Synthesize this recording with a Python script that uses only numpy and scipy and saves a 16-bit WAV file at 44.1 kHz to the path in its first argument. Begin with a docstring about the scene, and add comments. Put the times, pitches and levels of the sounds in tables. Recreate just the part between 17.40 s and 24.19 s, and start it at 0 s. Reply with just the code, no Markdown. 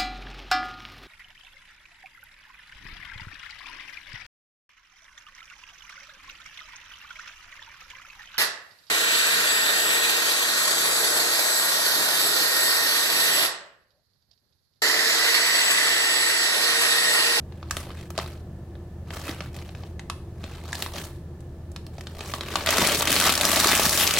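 """A fridge hums in a small kitchen. Close to a stereo microphone, a foil-lined snack bag is turned over:
the film buckles in swarms of small creases and in single snaps, each ringing a patch of film. The air
inside resonates, the room answers briefly, and near 1.9 s a push of the fingers thumps the bag.
From about 5.2 s it is gripped and pulled: the crackle grows loud and dense, with more snaps and thumps.
Near 6.6 s the taut top seam slips between the fingertips with a stick-slip rasp."""
import sys
import numpy as np
from scipy import signal
from scipy.fft import rfft, irfft, next_fast_len
from scipy.io import wavfile
from scipy.ndimage import uniform_filter1d

SR = 44100
rng = np.random.default_rng(int(sys.argv[2]) if len(sys.argv) > 2 else 0)


def unload_wav(signal):
    """Save mono or channel-first audio to the path in sys.argv[1] as 16-bit WAV at rate SR, clipped to [-1, 1]."""
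    wavfile.write(
        sys.argv[1],
        SR,
        np.round(np.clip(np.atleast_2d(signal).T, -1, 1) * 32767).astype(np.int16),
    )


N = 299439
TIME = np.arange(N) / SR


def undb(db):
    """Decibels to amplitude ratio."""
    return 10 ** (np.asarray(db) / 20)


def unit(x):
    """Normalisation to a mean energy of one per channel."""
    return x / np.sqrt(np.mean(np.sum(x ** 2, axis=-1)))


def contour(points, f):
    """Gain at f, interpolated in log frequency between points (f/Hz, level/dB)."""
    hz, db = np.transpose(points)
    return undb(np.interp(np.log(f + 1), np.log(hz), db))


def shaped(x, gain):
    """Linear filtering: the spectrum is multiplied by gain(f)."""
    size = x.shape[-1]
    padded = next_fast_len(size)
    return irfft(rfft(x, padded) * gain(np.fft.rfftfreq(padded, 1 / SR)), padded)[..., :size]


def band(x, lo_hz, hi_hz, order=4):
    """Causal band-pass filter."""
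    sos = signal.butter(order, [lo_hz, min(hi_hz, .45 * SR)], "band", fs=SR, output="sos")
    return signal.sosfilt(sos, x)


def resonance(f, hz, width):
    """Complex response of a damped resonator, 1 at its centre."""
    return 1 / (1 + 2j * (f - hz) / width)


def wander(bandwidth_hz):
    """Low-pass random fluctuation of unit RMS."""
    return np.sqrt(N) * unit(shaped(rng.standard_normal(N), lambda f: np.exp(-f / bandwidth_hz)))


def add(out, s, sound):
    """Superposition: mix a sound in at time s."""
    i = max(int(s * SR), 0)
    part = sound[..., :max(N - i, 0)]
    out[:, i:i + part.shape[-1]] += part


# Spectrum of the steady room noise: f/Hz, relative level/dB
ROOM_NOISE = [(20, -7), (44, 0), (56, 3.5), (150, 2), (260, -10), (400, -12), (650, -16), (1000, -25),
              (2300, -37.5), (6000, -44), (15500, -49.5)]
# Left-right difference of the room sound: f/Hz, side level re mid/dB
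ROOM_SIDE = [(30, -36), (90, -76), (300, -19), (1000, -8), (3000, -1.5), (15000, 2.5)]
# Tones of the fridge compressor: f/Hz, level/dB
COMPRESSOR_TONES = [(32.3, -71), (80.8, -41.5), (129.3, -51.5), (177.8, -56)]
# Resonances of the fridge housing: f/Hz, nominal width/Hz, level/dB
HOUSING_MODES = [(346, 16.3, -52.5), (1737, 61, -71)]
def fridge_and_room_noise(noise_db=-41, waver_rad=0.098):
    """Forced vibration: a compressor hums and its housing sings faintly over diffuse room noise."""
    mid, side, drive = rng.standard_normal((3, N))
    side = shaped(side, lambda f: contour(ROOM_SIDE, f))
    air = np.sqrt(N) * unit(shaped(np.array([mid + side, mid - side]), lambda f: contour(ROOM_NOISE, f)))
    drift = waver_rad * wander(5.8)
    hum = sum(undb(db) * np.sqrt(2) * np.sin(2 * np.pi * (hz * TIME + rng.random()) + drift)
              for hz, db in COMPRESSOR_TONES)
    whine = sum(undb(db) * np.sqrt(N) * unit(shaped(drive, lambda f: resonance(f, hz, 2 * width) ** 2))
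                for hz, width, db in HOUSING_MODES)
    return undb(noise_db) * air + hum + whine


# Spectrum of the crumpling film: f/Hz, relative level/dB
FILM_SPECTRUM = [(80, -22.5), (150, 7.5), (300, -2), (500, -5.5), (1200, -0.5), (2200, 1), (4200, -2),
                 (7000, 0), (15500, -6.5)]
def creases(ring_hz, flutter_s, ring_db, tick, ragged_db, cycles, wide_hz=2800, width=0.71):
    """Impulse response of each crease: a tick, a flutter of bending waves and a damped ring."""
    t = np.arange(1024) / SR
    f = np.fft.rfftfreq(len(t), 1 / SR)
    hz = np.asarray(ring_hz, float)[:, None]
    mid, side = np.moveaxis(rng.standard_normal((len(hz), 2, len(t))), 1, 0) * np.exp(-t / flutter_s)
    mid[:, 0] += tick
    # short waves radiate in all directions and reach the two channels differently
    side = width * signal.sosfilt(signal.butter(2, wide_hz, "high", fs=SR, output="sos"), side)
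    # each patch colours the spectrum its own way; folding the cepstrum makes the response causal
    knots_hz = np.geomspace(200, 16000, 14)
    ripples_db = ragged_db * rng.standard_normal((len(hz), len(knots_hz)))
    patch_colour = np.array([contour(np.c_[knots_hz, ripple], f) for ripple in ripples_db])
    cepstrum = irfft(np.log(contour(FILM_SPECTRUM, f) * patch_colour))
    cepstrum[:, 1:len(t) // 2] *= 2
    cepstrum[:, len(t) // 2 + 1:] = 0
    excitation = np.stack([mid + side, mid - side], axis=1)
    crack = irfft(rfft(excitation) * np.exp(rfft(cepstrum))[:, None])
    # large patches ring lower and longer
    ring = np.sin(2 * np.pi * hz * t) * np.exp(-t * hz / cycles)
    return [unit(c) + undb(ring_db) * unit(r) for c, r in zip(crack, ring)]


def registers(x, body_hz=700, sizzle_hz=4500):
    """A filter bank splits film sound into hollow body, crack and sizzle."""
    return band(x, 181, body_hz), band(x, body_hz, sizzle_hz), band(x, sizzle_hz, SR / 2)


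# Light turns of the bag, one curve each: t/s, flexing level/dB, relative sizzle/dB
TURNS = [
    [(0.1, -66, -3), (0.23, -61, -12), (0.39, -45.5, 2), (0.47, -50.5, -12), (0.6, -48, -7),
     (0.68, -61, -2)],
    [(0.74, -51.5, -11), (0.82, -44, -5), (0.9, -50.5, -6), (1.02, -70, -3)],
    [(1.66, -60, -12), (1.74, -41.5, -2), (1.83, -45, -2), (1.895, -37, -5), (1.96, -50, -9),
     (2.06, -50.5, -6), (2.12, -67, -7)],
    [(2.13, -52, -1), (2.18, -51, -7.5), (2.3, -59.5, -2), (2.44, -54, -7), (2.54, -70, 2)],
    [(2.95, -70, -4), (3.03, -49.5, -7.5), (3.24, -49.5, -8), (3.34, -42, -2.5), (3.45, -45, 2.5),
     (3.51, -55, -2)],
    [(3.52, -46.5, -3), (3.58, -38, -4.5), (3.65, -47, 3), (3.72, -58.5, -5), (3.82, -74, 0)],
    [(4.53, -62, -2), (4.73, -55, -3), (4.81, -44, -6), (4.95, -43, 2.5), (5.01, -42.5, -10),
     (5.1, -41.5, -7), (5.18, -36, -5), (5.25, -42.5, -5)],
]
# Gentle flexing moves whole panels and sounds hollow: flexing level/dB, relative body/dB
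TURN_BODY = [(-77, 0.5), (-50, -0.5), (-51, -4.5), (-42, -3.5)]
# The hard grip and pull: t/s, flexing level/dB, relative body/dB, relative sizzle/dB
GRIP = [(5.245, -40, -7, -8), (5.253, -41.5, -1, -13), (5.269, -24, -13, -8), (5.407, -21, -6, -4),
        (5.533, -22.5, -7, -4.5), (5.597, -32.5, 0, 9.5), (5.613, -28, -5, -7), (5.661, -32, -4, -18),
        (5.675, -19, -9.5, -9), (5.725, -26.5, -5.5, 1), (5.881, -21, -11, -3), (5.937, -28.5, -6.5, -5.5),
        (6.079, -25, -6, 1), (6.327, -22, -13.5, -2), (6.561, -29, -5.5, 6.5), (6.615, -27, -8, 1.5),
        (6.771, -25, -9.5, -2.5), (6.79, -22.5, -17.5, 6)]
def flexing(rest_db=-81.0, turn_trim_db=-0.5, grip_trim_db=-2):
    """Envelopes of the excitation in dB (level, body, sizzle): at rest, turned lightly, then gripped."""
    flex_db, sizzle_db = np.full(N, rest_db), np.zeros(N)
    for turn in TURNS:
        s, level, sizzle = np.transpose(turn)
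        now = (TIME >= s[0]) & (TIME <= s[-1])
        flex_db[now] = np.interp(TIME[now], s, level) + turn_trim_db
        sizzle_db[now] = np.interp(TIME[now], s, sizzle)
    body_db = np.interp(flex_db, *np.transpose(TURN_BODY))
    s, level, body, sizzle = np.transpose(GRIP)
    gripped = TIME > TURNS[-1][-1][0]
    for envelope, points in (flex_db, level + grip_trim_db), (body_db, body), (sizzle_db, sizzle):
        envelope[gripped] = np.interp(TIME[gripped], s, points)
    return flex_db, body_db, sizzle_db


def strain_of(flex_db):
    """Strain on a scale of 0 to 1, rising with the flexing level."""
    return np.interp(flex_db, [-42, -27], [0, 1])


def crackle(flex_db, body_db, sizzle_db, count=400, idle_per_s=450, hard_per_s=1600, trim_db=-1):
    """Crackling noise: small creases buckle as a Poisson process whose rate rises with strain."""
    strain = strain_of(flex_db)
    rate = idle_per_s + strain * (hard_per_s - idle_per_s)
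    spread_db = 4 + 0.5 * strain
    chance, size, sign = rng.random(N), rng.exponential(size=N), rng.choice([-1, 1], N)
    clicks = (chance < rate / SR) * sign * undb(spread_db * np.minimum(size, 3.06))
    ring_hz = np.geomspace(400, 5200, count)
    patches = creases(ring_hz, flutter_s=0.0041, ring_db=-8, tick=5.4, ragged_db=5, cycles=4)
    # taut film rings higher; a fold travels, so creases close in time ring at similar pitches
    pitch_rank = .52 + .12 * strain + .16 * wander(18) + .12 * rng.standard_normal(N)
    patch = (pitch_rank * count).astype(int) % count
    swarm = np.zeros((2, N))
    for i in np.flatnonzero(clicks):
        add(swarm, i / SR, clicks[i] * patches[patch[i]])
    out = 0
    for layer, colour_db in zip(registers(swarm), (body_db + 1, 0, sizzle_db)):
        # the hands set the power; the creases only share it out
        power = uniform_filter1d(np.mean(layer ** 2, axis=0), size=1500)
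        out = out + layer / np.sqrt(np.abs(power) + 1e-9) * undb(flex_db + colour_db + trim_db)
    return out


# Single snaps of the film, faint to loud:
# t/s, crack level/dB, ring f/Hz, relative body/dB, relative sizzle/dB
SNAPS = [(0.1224, -50.5, 794, -17, -25), (0.228, -42, 1230, -1, -30), (0.3095, -27, 1610, -19, -2),
         (0.3683, -31, 3180, -5, -2.5), (0.504, -42, 1220, -5, -20), (0.7038, -44, 1270, 3, 0),
         (0.778, -28.5, 650, -2, -5.5), (0.7876, -29, 1110, -1.5, -9), (0.798, -33, 1980, -11, -28),
         (1.3536, -52.5, 1590, 6, -36), (1.706, -37.5, 1970, -2, -37), (1.7685, -39, 1260, -0.5, -28),
         (1.8802, -37, 1750, -17, -19), (2.006, -33.5, 2770, -1.5, -12), (2.144, -50, 1940, -12, -3),
         (2.1646, -46.5, 3090, -5, 0), (2.1883, -46, 4150, -17, -8), (2.2234, -47.5, 2470, -17, -12),
         (2.2905, -44.5, 774, -9, -12), (2.3495, -45, 1660, -9, -21), (2.435, -45, 800, -5, -18.5),
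         (2.5944, -38.5, 2000, -27, -7.5), (2.699, -29, 1156, -40, -7), (3.04, -39, 3800, 4, -10),
         (3.3294, -28.5, 1740, -29, -6.5), (3.353, -37, 3930, -8, -1), (3.4231, -29.5, 3670, -10, -0.5),
         (3.4618, -32.5, 1060, -16, -15), (4.0053, -63, 604, -10, 5), (4.3167, -65.5, 600, 11, 12.5),
         (4.3618, -39, 4020, -28, -5), (4.4661, -50, 4630, 7, 0), (4.582, -44.5, 714, 5, -9),
         (4.6092, -42.5, 2000, -20, -4), (4.67, -38.5, 4000, -11, -6.5), (4.8072, -36.5, 2500, -2.5, -6),
         (4.9374, -27.5, 1170, -10, -11), (5.0087, -31.5, 3660, -7, -6), (5.156, -20.5, 1110, -18, -7),
         (5.2077, -33, 1300, -17, -9.5), (5.271, -23.5, 3230, -25, -20), (5.2889, -20, 615, -13, -7),
         (5.306, -29, 2220, -22, 7), (5.3822, -22.5, 1410, -1, -1), (5.4473, -27, 2940, -17, -6),
         (5.4721, -34, 4460, -9, 13.5), (5.608, -27, 4270, -17, -16), (5.6248, -26, 1100, -5, -1),
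         (5.673, -24.5, 2750, -35, -2), (5.7042, -28, 4430, -18, 4), (5.727, -25, 3030, -22, 2.5),
         (5.764, -20, 4690, -12, -14), (5.812, -25, 4270, -28, -2), (5.8934, -22.5, 1350, -3.5, -22),
         (5.923, -31, 3400, -19, 8), (5.9766, -31, 4200, -17, 5.5), (6.011, -22, 3930, -14, -1.5),
         (6.052, -27.5, 5600, -4, 7.5), (6.17, -22, 2100, -9, -16), (6.2, -30.5, 3850, -24, 11),
         (6.211, -28, 4360, -24, -11), (6.2447, -20.5, 1290, -12, -12), (6.271, -36.5, 4800, -22, 16),
         (6.3162, -25, 1340, -29, -18), (6.331, -22.5, 2030, -4, -17), (6.3516, -23.5, 2830, -23, 2),
         (6.395, -25, 900, 2, -15), (6.433, -30.5, 2900, -4, 5), (6.494, -34, 5200, -20, 12.5),
         (6.564, -40, 3520, -18, 0), (6.5983, -27.5, 1970, -23, 3), (6.675, -24, 5270, -24, 2),
         (6.7084, -23, 2730, -28, -6), (6.773, -23.5, 2710, -8, -14)]
def snaps(flex_db, level_window_s=.008, body_trim_db=-1, dull_hz=6000, bright_hz=17000):
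    """Snap-through buckling: a single crease flips a patch of film and rings it."""
    out = np.zeros((2, N))
    extra, gives_way = random_grip_snaps(flex_db)
    rows = np.vstack([SNAPS, extra])
    sounding = np.r_[np.ones(len(SNAPS), bool), gives_way]
    responses = creases(rows[:, 2], flutter_s=0.0036, ring_db=-5, tick=1.3, ragged_db=2.5, cycles=1.6)
    bands = registers(np.array(responses)[sounding])
    for (s, level_db, _, body_db, sizzle_db), body, crack, sizzle in zip(rows[sounding], *bands):
        # stronger sizzle reaches higher into the treble
        top_hz = np.interp(sizzle_db, [-6, 0], [dull_hz, bright_hz])
        sizzle = signal.sosfilt(signal.butter(2, top_hz, fs=SR, output="sos"), sizzle)
        snap = unit(crack) + undb(body_db + body_trim_db) * unit(body) + undb(sizzle_db) * unit(sizzle)
        add(out, s, undb(level_db) * np.sqrt(level_window_s * SR) * snap)
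    return out


def stick_and_give(jerk_db=1.31, jerk_hz=12, hold_db=-2.5, hold_s=0.0053):
    """Amplitude modulation: crackle comes in jerks and dips as strain builds before each listed snap."""
    t = np.arange(SR // 20) / SR
    hold = np.zeros((1, N))
    for s, *_ in SNAPS:
        add(hold, s - t[-1], np.exp(-(t[::-1] / hold_s) ** 2))
    return undb(jerk_db * wander(jerk_hz) + hold_db * np.minimum(hold, 1))


# Modes of the air inside the bag: f/Hz, width/Hz, level re the film's sound/dB
CAVITY_MODES = [(362.7, 29, -1), (580, 15, -22), (850, 15, -14), (1132, 80, -18.5), (1290, 30, -3)]
def cavity(film):
    """Cavity resonance: the film drives the modes of the enclosed air."""
    return shaped(film.mean(axis=0),
                  lambda f: sum(undb(db) * resonance(f, hz, width) for hz, width, db in CAVITY_MODES))


def kitchen(x, t60_s=.48, tail_db=-5.5, treble_db=-1, early_db=-14, early_s=0.02, gap_s=0.0007):
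    """Reverberation: early reflections from worktop and wall, and an exponentially decaying tail."""
    t = np.arange(SR // 2) / SR
    mid, side = rng.standard_normal((2, len(t)))
    side = shaped(side, lambda f: contour(ROOM_SIDE, f))
    echoes = np.array([mid + side, mid - side]) * np.clip(t / gap_s - 1, 0, 1)
    treble = undb(treble_db) * band(echoes, 7200, 14600, order=2)
    tail = (band(echoes, 200, 9600, order=1) + treble) * undb(-60 * t / t60_s)
    early = band(echoes, 300, 6300, order=1) * np.exp(-t / early_s)
    response = 0.62 * (undb(tail_db) * unit(tail) + undb(early_db) * unit(early))
    return signal.fftconvolve(x, response, axes=1)[:, :N]


# Pushes of the fingers on the air-filled bag: t/s, relative level/dB, f/Hz
PUSHES = [(1.891, -11.5, 321), (5.391, -8.5, 377), (5.425, -7, 187), (5.707, -13, 220), (6.168, -16.5, 284),
          (6.257, -7.5, 390), (6.395, -14, 404), (6.464, -8.5, 189)]
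def thumps(decay_s=0.0043, push_s=0.0028, trim_db=-3):
    """Heavily damped oscillation: the cushion of air answers each push with a dull bump."""
    out, t = np.zeros((2, N)), np.arange(4096) / SR
    envelope = (1 - np.exp(-t / push_s)) * np.exp(-t / decay_s)
    for s, db, hz in PUSHES:
        add(out, s, undb(db + trim_db) * np.sin(2 * np.pi * hz * t) * envelope)
    return out


# The bag swings slightly left as it is gripped: t/s, treble level left re right/dB
SWING = [(4.7, .1), (5.3, 1.4)]
def swing(film, corner_hz=400):
    """Level-difference panning: with closely spaced capsules, only short waves are louder in one."""
    left_db = np.interp(TIME, *np.transpose(SWING))
    gains = undb(np.array([left_db, -left_db]) / 2)
    return film + shaped(film, lambda f: f / (f + corner_hz)) * (gains - 1)


def random_grip_snaps(flex_db, count=60, max_per_s=26, low_hz=1900, high_hz=4200):
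    """Random buckling in the grip, likelier with strain: extra rows as in SNAPS, and which sound."""
    when, chance, pitch = rng.random((count, 3)).T
    size, colour = rng.standard_normal((count, 2)).T
    slot_s = (GRIP[-1][0] - GRIP[0][0]) / count
    s = GRIP[0][0] + (np.arange(count) + when) * slot_s
    level_db = -29 + 1.3 * size
    ring_hz = low_hz * (high_hz / low_hz) ** pitch
    body_db, sizzle_db = np.full(count, -14), 3.5 + 4 * np.tanh(colour)
    gives_way = chance < max_per_s * slot_s * strain_of(np.interp(s, TIME, flex_db))
    return np.c_[s, level_db, ring_hz, body_db, sizzle_db], gives_way


# The seam slips between the fingertips: t/s, level/dB
SLIP = [(6.575, -55), (6.587, -27), (6.64, -22), (6.68, -55)]
# Resonances of the taut seam: f/Hz, nominal width/Hz, relative level/dB
SEAM_MODES = [(3100, 820, 3), (11700, 2000, -1)]
def seam(slips_per_s=290, jitter=.2, decay_cycles=0.52):
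    """Stick-slip friction: uneven bursts of noise excite the resonances of the taut seam."""
    phase = np.cumsum(slips_per_s * (1 + jitter * wander(120))) / SR % 1
    mid, side = rng.standard_normal((2, N)) * np.exp(-phase / decay_cycles)
    friction = np.array([mid + side / 2, mid - side / 2])
    rasp = shaped(friction, lambda f: sum(undb(db) * resonance(f, hz, 2 * width) ** 2
                                          for hz, width, db in SEAM_MODES))
    level_db = np.interp(TIME, *np.transpose(SLIP), left=-np.inf, right=-np.inf)
    return np.sqrt(N) * unit(rasp) * undb(level_db)


def scene():
    """Superposition of the bag's direct sound, its reverberation and the steady background."""
    flex_db, body_db, sizzle_db = flexing()
    film = snaps(flex_db) + crackle(flex_db, body_db, sizzle_db) * stick_and_give() + seam()
    bag = swing(film) + cavity(film) + thumps()
    return bag + kitchen(bag) + fridge_and_room_noise()


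def record(dry):
    """Band limiting: a steep low-pass removes the treble above 16.1 kHz."""
    return signal.sosfilt(signal.ellip(10, .1, 80, 16100, fs=SR, output="sos"), dry)


dry = scene()
out = record(dry)
unload_wav(out)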